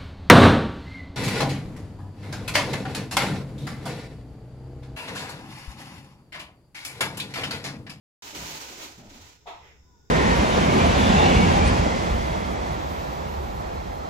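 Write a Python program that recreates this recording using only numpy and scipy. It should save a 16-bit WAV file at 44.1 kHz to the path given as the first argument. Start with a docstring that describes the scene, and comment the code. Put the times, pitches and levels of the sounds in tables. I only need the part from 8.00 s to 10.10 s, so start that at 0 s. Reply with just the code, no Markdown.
"""Cloth drags and rustles close to the microphone in a few fading strokes: fibre hiss and tiny snaps,
with short groans of the taut fabric and soft handling bumps. A little way off, something hollow
knocks and rings, the room answers, and the object scuffs and slides. Underneath lie a wavering hum,
a low rumble, a thin hiss and an insect-like buzz; a faint whistle falls near the end."""
import sys
import numpy as np
from scipy import signal
from scipy.fft import rfft, irfft, next_fast_len
from scipy.io import wavfile
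from scipy.ndimage import map_coordinates

SR = 44100
rng = np.random.default_rng(int(sys.argv[2]) if len(sys.argv) > 2 else 0)


def waveform_to_disk(signal):
    """Save audio, clipped to [-1, 1], as 16-bit WAV at the path in sys.argv[1]."""
    frames = np.transpose(np.atleast_2d(signal))
    scaled = np.clip(frames, -1, 1) * 32767
    samples = np.round(scaled).astype(np.int16)
    wavfile.write(sys.argv[1], SR, samples)


N = 92610
SIDES = np.array([[.5], [-.5]])  # splits a left-minus-right amount between the channels


def amp(db):
    """Decibels to gain."""
    return 10 ** (np.asarray(db) / 20)


def unit(x):
    """Scale to rms 1."""
    return x / np.sqrt(np.mean(x ** 2) + 1e-20)


def clock():
    """Time of every sample in seconds."""
    return np.arange(N) / SR


def along(points, hz):
    """Read (frequency, value) points on a log frequency axis."""
    freqs, values = np.transpose(points)
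    return np.interp(np.log(hz + 1), np.log(freqs + 1), values)


def eq(points):
    """A frequency response drawn through (Hz, dB) points."""
    return lambda f: amp(along(points, f))


def curves(rows):
    """One automation curve for each column after the time."""
    times, *columns = np.transpose(rows)
    return [np.interp(clock(), times, column) for column in columns]


def wobble(knots_per_s):
    """A smooth random curve."""
    return map_coordinates(rng.standard_normal(400), [clock() * knots_per_s], mode="mirror")


def filtered(x, response):
    """Pass x through a frequency response."""
    size = next_fast_len(N + SR // 2)
    return irfft(rfft(x, size) * response(np.fft.rfftfreq(size, 1 / SR)), size)[..., :N]


def resonance(f, centre, width):
    """Response of one damped resonance."""
    return 1j * f * width / (centre ** 2 - f ** 2 + 1j * f * width)


def noise():
    """Two unrelated white noises."""
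    return rng.standard_normal((2, N))


def spread(pair, colour, likeness, left_lag_s=0):
    """Colour two unrelated signals and blend them into left and right, rms 1."""
    def mid_side(f):
        angle = np.arccos(np.clip(along(likeness, f), -1, 1)) / 2
        return colour(f) * np.array([np.cos(angle), np.sin(angle)])
    mid, side = filtered(pair, mid_side)
    stereo = np.array([mid + side, mid - side])
    return unit(filtered(stereo, lambda f: np.exp(-2j * np.pi * f * SIDES * left_lag_s)))


def envelope(start_s, attack_s, hold_s, t60_s):
    """Linear attack, hold and exponential release."""
    t = clock() - start_s
    return np.clip(t / attack_s, 0, 1) * amp(-60 * np.maximum(t - attack_s - hold_s, 0) / t60_s)


def friction(snaps_per_s=3000, snap_db=-3):
    """Sliding contact: hiss with tiny snaps of random size in it."""
    snaps = (rng.random((2, N)) < snaps_per_s / SR) * np.sign(noise())
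    size_db = np.minimum(rng.exponential(size=(2, N)), np.pi)
    return noise() + amp(snap_db) * unit(snaps * amp(size_db))


def early_reflections(x, count=12, span_s=.025, level_db=-5.5):
    """Nearby surfaces colour the sound above the bass, differently on each side; rms 1."""
    delay = rng.uniform(0, span_s, (2, count, 1))
    sign = rng.choice([-1, 1], delay.shape)
    echoes = lambda f: (sign * np.exp(-2j * np.pi * f * delay)).sum(axis=1) / np.sqrt(count)
    return unit(filtered(x, lambda f: 1 + amp(level_db) * echoes(f) * f / (f + 700)))


# Fader ride of the strokes: time_s, level_db
STROKE_LEVELS = [(.228, -43), (.282, -42.3), (.345, -44.5), (.351, -38.5), (.47, -37.8), (.558, -38.4),
                 (.585, -42), (.615, -40.3), (.72, -44.7), (.788, -43.6), (.812, -40.5), (.838, -39.5),
                 (.885, -44), (.925, -49.5), (.98, -54), (1.082, -58), (1.102, -52), (1.162, -50.3),
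                 (1.192, -54), (1.222, -49.5), (1.3, -52.8), (1.36, -59), (1.4, -66), (1.5, -70),
                 (1.7, -90)]
# Tone of the cloth: freq_hz, gain_db
CLOTH_EQ = [(35, -46), (60, -39), (91, -12.5), (124, -14.5), (193, -16), (294, -2.5), (469, -7.5),
            (503, -7.5), (698, -7), (946, -1), (1110, -9), (1470, -7), (1820, -10.5), (2090, -6.5),
            (5210, -9.5), (6900, -8.5), (8920, -23.5), (14900, -18.5), (16000, -27.5)]
# Stereo image of the cloth, wider in the treble: freq_hz, correlation
CLOTH_LIKENESS = [(30, .75), (100, 0.99), (280, 0.9), (450, .75), (700, 0.55), (1150, 0.48), (2200, 0.084),
                  (6000, 0.017)]
# Its balance: freq_hz, left_minus_right_db
CLOTH_PAN = [(400, 1.9), (1400, -3), (6500, -3.5), (8300, 9), (10500, -0.5), (14000, -2.5)]
# Its later arrival on the left: freq_hz, lag_s
CLOTH_LAGS = [(250, 0.00013), (500, 0.00022), (1100, 0.00037), (2200, 0.000471)]
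def rustle(flutter_db=1.06, air_hz=8140, air_expansion=1.184, trim_db=1):
    """Cloth slides unevenly over cloth: harder strokes are louder and brighter."""
    level_db, = curves(STROKE_LEVELS)
    peak_db = level_db.max()
    effort_db = level_db - peak_db + flutter_db * wobble(knots_per_s=67)
    cloth = early_reflections(spread(friction(), eq(CLOTH_EQ), CLOTH_LIKENESS))
    pan = lambda f: amp(SIDES * along(CLOTH_PAN, f))
    lag = lambda f: np.exp(-2j * np.pi * f * SIDES * along(CLOTH_LAGS, f))
    cloth = filtered(cloth, lambda f: pan(f) * lag(f))
    air = filtered(cloth, lambda f: f > air_hz)
    body = cloth - air
    return amp(peak_db + trim_db) * (body * amp(effort_db) + air * amp(air_expansion * effort_db))


# Tone of the low rumble: freq_hz, gain_db
RUMBLE_EQ = [(22, 0), (42, -9), (65, -3.5), (100, -2), (150, -5.5), (250, -11.5), (420, -11.5),
             (560, -21.5), (900, -19.5), (1200, -27), (2500, -31), (4200, -39.5), (6000, -66)]
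# Wavering hum tones: pitch_hz, nominal_width_hz, level_db
HUM_TONES = [(66.4, 10, -61.5), (427.5, 31, -76), (1457, 22, -76.5), (3620, 140, -79.5)]
# Tone of the high hiss: freq_hz, gain_db
HISS_EQ = [(3000, -35), (4200, -26), (4800, -7.5), (5900, -4.5), (7200, -3), (8100, -17.5), (9000, -46),
           (10500, -28), (12500, -17.5), (16000, -18.5)]
# Stereo image of the bed: freq_hz, correlation
BED_LIKENESS = [(70, 0.83), (200, .65), (500, 0.3), (1000, .1), (3000, 0.02)]
def background(rumble_db=-60.5, rumble_swell_db=.98, hiss_db=-71):
    """A bed of gently swelling rumble, a hum of narrow noise bands and a thin steady hiss."""
    bed = lambda colour: spread(noise(), colour, BED_LIKENESS)
    rumble = amp(rumble_db + rumble_swell_db * wobble(knots_per_s=8.84)) * bed(eq(RUMBLE_EQ))
    hum = sum(amp(db) * bed(lambda f: resonance(f, hz, 2 * width) ** 2) for hz, width, db in HUM_TONES)
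    hiss = amp(hiss_db) * bed(eq(HISS_EQ))
    return rumble + hum + hiss


def buzz(centre_hz=5300, level_db=-73, swell_db=2.5):
    """A thin far buzz, as of insects: a narrow noise band that swells and ebbs."""
    band = spread(noise(), lambda f: resonance(f, centre_hz, width=520) ** 2, BED_LIKENESS)
    return amp(level_db + swell_db * wobble(knots_per_s=6.95)) * band


# Groans of the taut cloth: start_s, hold_s, level_db, centre_hz
CLOTH_GROANS = [(0.328, 0.0083, -44.5, 298), (0.348, 0.015, -49, 2250), (0.353, 0.18, -48, 167),
                (0.363, 0.19, -66.5, 300), (0.681, 0.21, -53.5, 324), (0.974, 0.088, -50, 205),
                (0.984, 0.082, -56, 640), (1.104, 0.084, -53, 240)]
def groans(q=2.97):
    """Rubbed taut cloth sounds briefly in one resonance after another."""
    out = np.zeros((2, N))
    for start, hold, db, hz in CLOTH_GROANS:
        colour = lambda f: resonance(f, hz, hz / q) / (1 + (f / (5 * hz)) ** 2)
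        body = spread(noise(), colour, CLOTH_LIKENESS, left_lag_s=.00012)
        shape = envelope(start, attack_s=.0074, hold_s=hold, t60_s=.21)
        out += amp(db) * unit(body * shape) * np.sqrt(np.mean(shape ** 2))
    return out


# Soft handling bumps: start_s, hold_s, level_db, pitch_hz
HANDLING_BUMPS = [(.355, 0.062, -51, 69), (0.977, 0.096, -56, 110), (1.06, .08, -54, 26),
                  (2.1, 0.053, -49, 32), (1.192, 0.023, -50, 98)]
def bumps(pitch_drift=.1):
    """Each bump shakes the microphone for a few uneven low cycles."""
    out = np.zeros(N)
    for start, hold, db, hz in HANDLING_BUMPS:
        pitch_hz = hz * (1 + pitch_drift * wobble(knots_per_s=40))
        swing = np.sqrt(2) * np.sin(2 * np.pi * np.cumsum(pitch_hz) / SR)
        out += amp(db) * envelope(start, attack_s=.018, hold_s=hold, t60_s=.2) * swing
    return out


# Hits on the hollow object: start_s, level_db
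CONTACTS = [(1.4565, -48), (1.468, -42), (1.473, -38.5), (1.501, -49)]
# Its resonances: pitch_hz, width_hz, gain_db
HOLLOW_MODES = [(698, 115, -4.5), (858, 77, -2.5), (953, 62, -2), (1280, 160, -14.5)]
# Its stereo image: freq_hz, correlation
OBJECT_LIKENESS = [(300, 1), (700, 0.92), (1300, 0.04), (5000, 0.026)]
OBJECT_LAG_S = -.00014  # reaches the left side first
def knock(room_db=-2):
    """A quick cluster of rough contacts rings the hollow object, and the room answers."""
    hits = [amp(db) * envelope(start, attack_s=.0011, hold_s=0, t60_s=.21) for start, db in CONTACTS]
    force = np.sqrt(sum(hit ** 2 for hit in hits))
    contact = force * spread(friction(), np.ones_like, OBJECT_LIKENESS, OBJECT_LAG_S)
    shell = lambda f: sum((-1) ** k * amp(db) * resonance(f, hz, width)
                          for k, (hz, width, db) in enumerate(HOLLOW_MODES))
    ring = unit(filtered(contact, shell)) * np.sqrt(np.mean(force ** 2))
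    return ring + amp(room_db) * room(ring)


# Reverb time of the room: freq_hz, t60_s
ROOM_DECAY = [(200, 0.22), (900, 0.56), (4000, 0.92), (12000, 0.13)]
def room(x):
    """The diffuse tail: each frequency dies at its own speed."""
    hz, t, spectrum = signal.stft(rng.standard_normal((2, SR // 2)), SR, nperseg=256)
    decay = amp(-60 * t / along(ROOM_DECAY, hz)[:, None])
    _, tail = signal.istft(spectrum * decay, SR, nperseg=256)
    tail /= np.linalg.norm(tail[0])
    return signal.fftconvolve(x, tail, axes=1)[:, :N]


# Tone of the landing scrape: freq_hz, gain_db
LANDING_EQ = [(150, -24.5), (370, 6.5), (550, 2), (1100, -8), (1700, 2.5), (2100, 4), (2600, 4.5),
              (3000, -0.5), (3600, 5.5), (4600, -8.5), (7200, -11), (9000, -32), (12000, -26), (16000, -28)]
# Tone of the softer, thinner slide: freq_hz, gain_db
SLIDE_EQ = [(200, -33), (480, 3), (800, -9), (1200, -15), (1500, -1.5), (1750, -3.5), (2020, 6), (2400, -1),
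            (3300, -4.5), (4200, -16.5), (7000, -12.5), (9000, -40), (13000, -27), (16000, -28)]
def scuff(landing_db=-43.5, slide_db=-54.5, left_minus_right_db=-2.5):
    """The object scrapes as it lands, then slides a little more."""
    grit = lambda tone: early_reflections(spread(friction(), eq(tone), OBJECT_LIKENESS, OBJECT_LAG_S))
    landing = envelope(start_s=1.462, attack_s=.016, hold_s=0, t60_s=.54) * grit(LANDING_EQ)
    slide = envelope(start_s=1.592, attack_s=.06, hold_s=.037, t60_s=.46) * grit(SLIDE_EQ)
    return (amp(landing_db) * landing + amp(slide_db) * slide) * amp(SIDES * left_minus_right_db)


# Contour of the whistle: time_s, pitch_hz, level_db
WHISTLE_GLIDE = [(1.82, 980, -86), (1.87, 1005, -71), (1.915, 1003, -69), (1.948, 960, -64),
                 (1.99, 925, -74), (2.03, 855, -79), (2.07, 830, -92)]
def whistle(room_db=-4):
    """A faint far tone holds and then falls, with a little reverb."""
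    pitch_hz, level_db = curves(WHISTLE_GLIDE)
    sounding = (clock() > WHISTLE_GLIDE[0][0]) & (clock() < WHISTLE_GLIDE[-1][0])
    tone = sounding * amp(level_db) * np.sin(2 * np.pi * np.cumsum(pitch_hz) / SR)
    centred = np.tile(tone, (2, 1))
    return centred + amp(room_db) * room(centred)


def scene():
    """The stereo mix of all sources."""
    return rustle() + groans() + bumps() + knock() + scuff() + whistle() + background() + buzz()


def record(dry, open_s=.2225, top_hz=16000):
    """The sound cuts in abruptly and passes through a steep high cut."""
    gated = dry * (clock() > open_s)
    return filtered(gated, lambda f: np.clip((top_hz - f) / 200, 0, 1))


dry = scene()
out = record(dry)
waveform_to_disk(out)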